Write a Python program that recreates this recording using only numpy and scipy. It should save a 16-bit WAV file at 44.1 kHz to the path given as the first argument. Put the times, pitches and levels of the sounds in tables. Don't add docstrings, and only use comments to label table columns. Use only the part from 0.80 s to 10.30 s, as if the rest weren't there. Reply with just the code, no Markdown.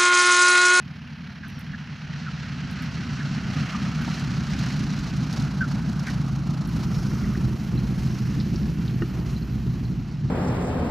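import sys
import numpy as np
from scipy import signal
from scipy.fft import rfft, irfft, next_fast_len
from scipy.io import wavfile
from scipy.ndimage import uniform_filter1d

SR = 44100
rng = np.random.default_rng(int(sys.argv[2]) if len(sys.argv) > 2 else 0)


def pcm_store(signal):
    levels = np.round(np.clip(np.atleast_2d(signal), -1, 1) * 32767)
    wavfile.write(sys.argv[1], SR, levels.astype(np.int16).T)


N = 418950
T = np.arange(N) / SR
CYLINDERS, BLADES = 9, 2
PASS_S = 5.4


def firing_hz(start_hz=79.9, idle_hz=47.0, coast_s=7.2, doppler=0.027, pass_width_s=0.6):
    at_engine = idle_hz + (start_hz - idle_hz) * np.exp(-T / coast_s)
    return at_engine * (1 - doppler * np.tanh((T - PASS_S) / pass_width_s))


# (frequency [Hz], relative level [dB])
PIPE_COLOUR = [(15, -44), (32, -22), (50, -5), (75, -11), (95, -3.5), (120, -1), (145, 3), (200, -2),
               (240, -4), (300, -12.3), (380, -24.5), (520, -68), (900, -61)]
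# (frequency [Hz], relative level [dB])
COCKPIT_COLOUR = [(18, -26), (32, -7), (42, -8), (55, 2.5), (80, -10.5), (125, 1), (170, -2.5), (210, 0),
                  (250, -6.5), (345, -11), (410, -18.5), (520, -28), (900, -47)]
def exhaust(cycles, cycle_hz, inside, beat_db=-1.5, burble_db=-5.0, uneven_db=1.0, throb_db=2.1):
    firings = CYLINDERS * cycles
    strength = gain_of(uneven_db * rng.standard_normal(2000))[firings.astype(int)]
    puffs = stereo_noise(-20) * strength * np.exp(-(firings % 1) / 0.98)
    burble = np.sqrt(1 - inside) * coloured(puffs, PIPE_COLOUR)
    burble += np.sqrt(inside) * coloured(puffs, COCKPIT_COLOUR)
    note = gain_of(beat_db) * cylinder_beat(cycles, cycle_hz, inside) + gain_of(burble_db) * burble
    span = int(0.072 * SR)
    power = uniform_filter1d(uniform_filter1d((note ** 2).mean(0), span), span)
    throb = np.cos(4 * np.pi * cycles)
    return gain_of(exhaust_db(inside) + throb_db * throb) * note / np.sqrt(power)


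# (multiple of the four-stroke cycle, lift outside [dB], lift in the cockpit [dB])
ENGINE_ORDERS = [(9, 11, -2), (11, -3.5, 11), (14, -8, 6.5), (16, 1, -2), (17, -0.5, -3), (18, 1, -7),
                 (19, -1, 4.5), (20, -0.5, 11), (21, -8, -21), (22, -2, 2), (23, -5, 1.5), (24, -0.5, 4.5),
                 (25, 0.5, 3), (26, 1, 3.5), (27, -5.5, 9.5), (28, -1.5, 0), (29, 0, -2), (30, -7.5, 0),
                 (31, -2, 2), (32, -3.5, -3), (33, -13, 3.5), (35, -2, -2.5)]
def cylinder_beat(cycles, cycle_hz, inside, waver=0.31, main_order=20, main_lift_db=8.8):
    t, hz, turns, cockpit, side_on = (c[::10] for c in (T, cycle_hz, cycles, inside, bump(PASS_S, 2.9)))
    knots = np.linspace(0, t[-1], 52)
    beat = np.zeros(len(t))
    for order, outside_db, cockpit_db in ENGINE_ORDERS:
        db = (1 - cockpit) * (outside_db + read_db(PIPE_COLOUR, order * hz))
        db += cockpit * (cockpit_db + read_db(COCKPIT_COLOUR, order * hz))
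        db += (order == main_order) * main_lift_db * side_on * (1 - cockpit)
        drift, swell = (np.interp(t, knots, rng.standard_normal(len(knots))) for _ in range(2))
        phase = 2 * np.pi * (order * turns + rng.random()) + waver * drift
        beat += gain_of(db) * (1 + waver * swell) * np.sin(phase)
    return np.interp(T, t, beat / np.sqrt(uniform_filter1d(beat ** 2, SR // 20)))


# (time [s], level change [dB])
ENGINE_CATCHES = [(.3, -1.5), (.56, -3.5), (.69, 1.5), (.92, 2.5), (1.2, -4.5), (2.038, 1), (2.8, 3),
                  (2.91, -6), (3.39, -1), (3.6, 3.5), (4.02, 1.5), (4.141, 0.5), (4.28, -5.5), (4.42, 1),
                  (4.5, -1.5), (4.63, 3), (4.73, -1.5), (5.09, 2), (5.19, 1), (5.25, -6), (5.42, 1),
                  (5.53, 1), (5.65, -2.5), (5.89, -3.5), (6.4, -3), (6.56, -3), (6.79, -5), (6.87, -5.5),
                  (7.18, -2.5), (7.37, -5), (7.84, 2.5), (7.96, -3.5), (8.17, 2), (8.29, -4.5),
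                  (8.45, -2.5), (8.56, 1), (8.69, -3.5), (8.89, 1.5), (8.98, -1), (9.14, 2.5), (9.27, -4.5),
                  (9.35, -2), (9.47, 4)]
def exhaust_db(inside, near_db=-24.5, far_db=-11.5, ease_s=7.24, ease_db_per_s=1.4, surge_db=0.72):
    position_db = far_db * far_off(2.16) - 0.5 * bump(PASS_S, 1) + 1.5 * inside
    eased_db = ease_db_per_s * np.maximum(T - ease_s, 0)
    catches_db = sum(db * bump(s, 0.032) for s, db in ENGINE_CATCHES)
    return near_db + position_db - eased_db + catches_db + surge_db * wander(20)


# (time [s], strength [dB])
HARD_FIRINGS = [(3.758, -9), (3.816, -11), (4.018, -16), (4.424, -10), (4.623, -14), (5.398, -7),
                (5.467, -5), (5.69, -5.5)]
def exhaust_pops(hz=150, t60_s=0.037, strike_s=0.0024):
    out, t = np.zeros(N), np.arange(SR // 10) / SR
    rise = (1 - np.exp(-t / strike_s)) ** 2
    thump = rise * gain_of(-60 * t / t60_s) * np.sin(2 * np.pi * hz * t)
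    for s, db in HARD_FIRINGS:
        add(out, s, gain_of(db) * thump)
    return out


def engine_at_microphones(engine, bass_hz=85, bass_lost=0.44, lag_rad=0.1):
    bass = signal.sosfiltfilt(signal.butter(2, bass_hz, fs=SR, output="sos"), engine)
    thinned = engine - bass_lost * far_off(4.7) * bass
    dulled = distant(thinned, edge_hz=290, fade_s=2.0)
    phase_shift = np.exp(1j * lag_rad * np.array([[-1], [1]]))
    shifted = (signal.hilbert(dulled, next_fast_len(N))[:, :N] * phase_shift).real
    return shifted * lean_right(0.22 + 0.25 * cockpit_share())


# (frequency [Hz], relative level [dB])
ROAR_COLOUR = [(150, -28), (400, 2.5), (520, -1.5), (720, 3), (1050, 0.5), (1400, -0.5), (2500, -38)]
RASP_COLOUR = [(600, -26), (1000, -12), (1250, -5.5), (1480, -2), (1900, -2.5), (2350, -4.5), (2750, -4),
               (3300, -9), (4500, -39)]
HISS_COLOUR = [(1800, -63), (2900, -6), (3500, -3), (4150, 3.5), (4550, 1), (4950, -0.5), (5700, 0),
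               (6800, -8), (8300, -19.5), (11000, -32.5)]
SIZZLE_COLOUR = [(6500, 3), (8500, -8.5), (10000, -3), (11500, -7), (13000, -8), (15500, -14)]
def propeller_air(cycles, inside, chop_db=1.24, uneven=0.47, canopy_db=2.5, drift_db=0.82):
    roar_db, rasp_db, hiss_db, sizzle_db = slipstream_db(inside)
    side_on = bump(5.57, 1.85)
    blade_passes = 2 * BLADES * cycles
    blade = np.cos(2 * np.pi * blade_passes)
    bite = 1 + uneven * rng.standard_normal(2000)[(blade_passes + 0.5).astype(int)]
    depth_db = chop_db + 1.5 * side_on + 1.5 * far_off(0.43)
    flutter_db = depth_db * np.where(blade > 0, bite * blade, blade)
    flutter_db += 0.77 * (1 + 0.5 * side_on) * wander(35)
    flutter_db += 1.2 * wander(500)
    crackle = blade_crackle(blade) * np.sqrt(side_on) * (1 - inside)
    roar = coloured(stereo_noise(-12), ROAR_COLOUR)
    roar *= gain_of(roar_db + 0.76 * flutter_db + drift_db * wander(60))
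    head_on_chop_db = 0.9 * far_off(3.5) * blade
    rasp = coloured(stereo_noise(-16), RASP_COLOUR)
    rasp *= gain_of(rasp_db + 0.56 * flutter_db + head_on_chop_db + drift_db * wander(60))
    hiss = coloured(stereo_noise(-14) + 1.8 * crackle, HISS_COLOUR)
    hiss *= gain_of(hiss_db - canopy_db * inside + flutter_db + drift_db * wander(60))
    hiss = distant(hiss, edge_hz=6200, fade_s=1.86)
    sizzle = coloured(stereo_noise(-32) + 7 * crackle, SIZZLE_COLOUR)
    sizzle *= gain_of(sizzle_db + (0.96 - 0.13 * inside) * flutter_db)
    return (roar + rasp) * lean_right(0.9) + hiss * lean_right(0.6) + sizzle


def blade_crackle(blade, peak_per_s=400, spread_db=2.5):
    hits = rng.random(N) < peak_per_s / SR * np.maximum(blade, 0)
    return hits * gain_of(spread_db * np.minimum(rng.exponential(1, N), 3))


# (time [s], level [dB])
AIR_RUSH = [(0, -56), (1.0, -53.4), (1.5, -49.5), (2.2, -46.5), (2.9, -49), (4.05, -45.5), (4.8, -50),
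            (5.7, -52.5), (6.2, -49), (6.95, -51.5), (7.35, -49.5), (8.3, -52.5), (9.5, -56.5)]
# (time [s], half length [s], roar change [dB], rasp change [dB], hiss change [dB])
SLIPSTREAM_GUSTS = [(2.883, 0.24, 3, 6.5, 4), (3.34, 0.17, 1, 4, 3.5), (3.844, 0.16, 2.5, 3.5, 2),
                    (4.568, 0.061, 2.5, 2, 2), (5.3, 0.073, 2, 5, 3), (5.945, 0.055, 0.5, 1.5, 2.5),
                    (6.18, 0.07, 1, -1.5, 1), (7.217, 0.052, 2, 0.5, 3), (8.392, 0.055, 7, 1, 1.5),
                    (8.513, 0.045, 4.5, 1.5, 3.5)]
def slipstream_db(inside, wash_db=-46, slowing_s=5.55, slowing_db_per_s=2.0, microphone_hiss_db=-75):
    rush = curves(AIR_RUSH)[0]
    gusts = sum(np.outer(dbs, bump(s, half_s)) for s, half_s, *dbs in SLIPSTREAM_GUSTS)
    roar_gust, rasp_gust, hiss_gust = gusts
    roar = wash_db - 11 * far_off(1.9) - slowing_db_per_s * np.maximum(T - slowing_s, 0)
    rasp = rush + 1.34 + 4.5 * far_off(2.83)
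    nearness_db = -10.5 * far_off(2.6) + 4.5 * bump(PASS_S, 1) + 6.5 * inside
    sizzle = rush - 17.5 + nearness_db + 1.5 * hiss_gust
    return roar + roar_gust, rasp + rasp_gust, rush + hiss_gust, np.maximum(sizzle, microphone_hiss_db)


# (time [s], level [dB])
BLADE_SPITS = [(3.394, -41), (3.788, -37.5), (3.859, -43), (3.887, -44), (3.921, -42), (3.992, -42),
               (4.188, -41), (4.365, -43), (4.526, -37.5), (4.56, -42), (4.596, -41), (4.62, -41),
               (5.192, -44), (5.267, -42), (5.279, -44), (5.299, -46), (5.462, -48)]
def blade_spits(rise_s=0.0032, grain_db=1.0, fizz_db=-15):
    level, age = np.zeros(N), np.arange(SR // 20) / SR / rise_s
    for s, db in BLADE_SPITS:
        add(level, s, gain_of(db) * age * np.exp(1 - age))
    grains = stereo_noise(-16) * gain_of(grain_db * wander(2500))
    return level * (coloured(grains, HISS_COLOUR) + gain_of(fizz_db) * coloured(grains, SIZZLE_COLOUR))


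# (time [s], level [dB], pitch [Hz], length [s], glide [octaves], roughness [0-1])
TYRE_CHIRPS = [(0.619, -43, 1600, 0.061, -0.24, 0.46), (0.927, -37, 1650, 0.029, .15, 0.44),
               (1.459, -37.5, 1440, 0.04, -0.2, 0.3), (2.394, -39, 1690, 0.035, -0.0062, 0.5),
               (2.937, -35, 1260, 0.027, -0.17, 0.6), (3.272, -38, 863, 0.024, -0.018, 0.8),
               (4.805, -24.5, 1548, 0.029, -0.06, 0.18), (4.822, -34, 1407, 0.038, -0.17, 0.36),
               (5.263, -35, 1554, 0.035, -0.16, 0.38), (5.244, -39, 1955, 0.068, 0.0099, 0.77),
               (5.469, -43, 1200, 0.037, -0.12, 0.5), (6.308, -41.5, 1253, 0.018, 0, 0.95),
               (6.433, -43.5, 2044, 0.021, 0.043, 0.6), (6.547, -39, 1680, 0.013, 0.11, 0.8)]
def tyres(scatter=0.15):
    out = np.zeros(N)
    for s, db, hz, length_s, glide, rough in TYRE_CHIRPS:
        size = round(length_s * SR)
        pitch = hz * 2 ** (glide * np.linspace(-0.5, 0.5, size))
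        pitch *= 1 + scatter * rough * wander(933, size)
        squeal = np.sin(2 * np.pi * np.cumsum(pitch) / SR) * (1 + rough * wander(527, size))
        add(out, s, gain_of(db) * unit_rms(squeal) * signal.windows.tukey(size, 0.6))
    return out


# (time [s], pitch [Hz], level [dB])
ROLL_WHIRR = [(0, 1603, -62), (1.5, 1488, -52), (3, 1366, -44.5), (4.4, 1409, -49.5), (5, 1479, -48),
              (5.6, 1320, -52), (6.5, 1307, -48.5), (6.9, 1250, -62), (9.5, 1246, -75)]
def rolling_whirr(width_hz=560):
    hz, db = curves(ROLL_WHIRR)
    return gain_of(db) * noise_band(hz, width_hz)


# (time [s], strength [dB])
FRAME_KNOCKS = [(8.2202, -22), (8.374, -43), (8.419, -37.5)]
# (frequency [Hz], relative level [dB], t60 [s])
FRAME_MODES = [(340, 4.5, 0.092), (405, -11, 0.19), (720, -12, 0.028), (1274, -7, 0.047),
               (1450, -5.5, 0.035), (1830, -5, 0.037), (2280, -24, 0.021), (2830, -12, 0.041)]
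# (time [s], level [dB], pitch [Hz], width [Hz], t60 [s])
FITTING_TICKS = [(6.975, -36, 4080, 300, 0.074), (7.599, -32, 4470, 2400, 0.07),
                 (7.758, -30.5, 5050, 2400, 0.034), (7.829, -39, 4400, 2000, .04),
                 (8.077, -35, 3840, 2210, 0.05), (8.398, -41, 4400, 1500, .04),
                 (8.5623, -35, 4070, 400, 0.066), (8.6213, -42, 4300, 403, .07),
                 (9.052, -44, 4200, 700, .06)]
def airframe(strike_s=0.0009):
    out, t = np.zeros(N), np.arange(SR // 4) / SR
    rise = 1 - np.exp(-t / strike_s)
    ring = sum(gain_of(db - 60 * t / t60) * np.sin(2 * np.pi * hz * t) for hz, db, t60 in FRAME_MODES)
    for s, db in FRAME_KNOCKS:
        add(out, s, gain_of(db) * rise * ring)
    for s, db, hz, width_hz, t60 in FITTING_TICKS:
        tick = np.sin(2 * np.pi * hz * t) * wander(width_hz, len(t))
        add(out, s, gain_of(db - 60 * t / t60) * rise * tick)
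    return out


# (time [s], level before filtering [dB])
CATCH_CLICKS = [(.682, -45), (.792, -43.5), (1.911, -46), (2.023, -44), (3.219, -45), (5.874, -40),
                (9.098, -54)]
def small_catch(t60_s=0.019, rebound_s=0.017, rebound_db=-6, tail_db=-24, tail_t60_s=0.5):
    out, t = np.zeros(N), np.arange(SR // 4) / SR
    decay = gain_of(-60 * t / t60_s) + gain_of(tail_db - 60 * t / tail_t60_s)
    for s, db in CATCH_CLICKS:
        add(out, s, gain_of(db) * decay * rng.standard_normal(len(t)))
        add(out, s + rebound_s, gain_of(db + rebound_db) * decay * rng.standard_normal(len(t)))
    return signal.sosfilt(signal.butter(3, [8500, 14500], "band", fs=SR, output="sos"), out)


# (time [s], level [dB])
METAL_JINGLE = [(5.88, -83), (5.95, -61), (6.15, -49.5), (6.45, -54.5), (6.65, -60), (7.1, -72),
                (7.3, -52.5), (7.8, -63), (8.3, -80)]
def loose_metal(cycles, hz=5500, width_hz=1800, shake_db=3.5):
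    shake = np.cos(2 * np.pi * CYLINDERS * cycles)
    level = gain_of(curves(METAL_JINGLE)[0] + shake_db * shake)
    return level * (T > METAL_JINGLE[0][0]) * noise_band(hz, width_hz)


# (pitch [Hz], width [Hz], level [dB])
WHINE_TONES = [(9302, 35, -78), (11795, 25, -79.5), (11860, 260, -72), (12205, 22, -84),
               (12100, 260, -70.5), (14694, 18, -87.5)]
def cockpit_whine(inside, fade_s=8.7, fade_db_per_s=10):
    tones = sum(gain_of(db) * noise_band(hz, width_hz) for hz, width_hz, db in WHINE_TONES)
    fade_db = -fade_db_per_s * np.maximum(T - fade_s, 0)
    return np.minimum(2 * inside, 1) * gain_of(fade_db) * tones


# (time [s], pitch [Hz], level [dB])
BIRD_CALL = [(.655, 6020, -70), (.72, 5810, -59), (.76, 5630, -60), (.805, 5400, -55)]
def bird(ragged=0.9, flutter_per_s=450):
    hz, db = curves(BIRD_CALL)
    calling = (T > BIRD_CALL[0][0]) & (T < BIRD_CALL[-1][0])
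    level = gain_of(db) * calling * (0.93 + ragged * wander(flutter_per_s))
    return level * np.sin(2 * np.pi * np.cumsum(hz) / SR)


# (time [s], share heard from the cockpit [0-1])
COCKPIT_SHARE = [(5.84, 0.02), (5.94, 0.4), (6.3, 0.95), (8.6, 0.89), (9.1, 0.68), (9.25, 0.3), (9.5, 0.16)]
def cockpit_share():
    return curves(COCKPIT_SHARE)[0]


def distant(x, edge_hz, fade_s):
    dull = signal.sosfiltfilt(signal.butter(3, edge_hz, fs=SR, output="sos"), x)
    return x + far_off(fade_s) * (dull - x)


def far_off(fade_s):
    return bump(0, fade_s)


def bump(s, half_s):
    return np.exp(-((T - s) / half_s) ** 2)


def wander(per_s, size=N):
    at = np.arange(size) * per_s / SR
    return 1.2 * np.interp(at, np.arange(32768), rng.standard_normal(32768))


def noise_band(hz, width_hz):
    phase = 2 * np.pi * np.cumsum(hz * np.ones(N)) / SR
    return wander(width_hz) * np.cos(phase) + wander(width_hz) * np.sin(phase)


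def stereo_noise(side_db):
    mid, side = rng.standard_normal((2, N))
    return mid + gain_of(side_db) * np.array([side, -side])


def lean_right(db):
    return gain_of(np.outer([-1, 1], db))


def coloured(x, colour):
    size = next_fast_len(N)
    response = gain_of(read_db(colour, np.fft.rfftfreq(size, 1 / SR)))
    return unit_rms(irfft(rfft(x, size) * response, size)[..., :N])


def read_db(colour, hz):
    knot_hz, db = np.transpose(colour)
    at, knots = np.log(hz + 1), np.log(knot_hz + 1)
    beyond = abs(at - np.clip(at, knots[0], knots[-1]))
    return np.interp(at, knots, db) - 40 * beyond


def curves(rows):
    s, *columns = np.transpose(rows)
    return [np.interp(T, s, c) for c in columns]


def add(mix, s, sound):
    part = mix[round(s * SR):][:len(sound)]
    part += sound[:len(part)]


def gain_of(db):
    return 10 ** (np.asarray(db) / 20)


def unit_rms(x):
    return x / np.sqrt(np.mean(x ** 2) + 1e-20)


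def scene():
    cycle_hz = firing_hz() / CYLINDERS
    cycles = np.cumsum(cycle_hz) / SR
    inside = cockpit_share()
    engine = engine_at_microphones(exhaust(cycles, cycle_hz, inside) + exhaust_pops())
    wheels = (tyres() + rolling_whirr()) * lean_right(0.5)
    propeller = propeller_air(cycles, inside) + blade_spits()
    fittings = airframe() + small_catch()
    cockpit = cockpit_whine(inside) + inside * loose_metal(cycles)
    return engine + propeller + wheels + fittings + cockpit + bird()


def record(dry, edge_hz=15600):
    lowpass = signal.firwin(511, edge_hz, window=("kaiser", 9), fs=SR)
    return signal.oaconvolve(dry, lowpass[None], "same")


dry = scene()
out = record(dry)
pcm_store(out)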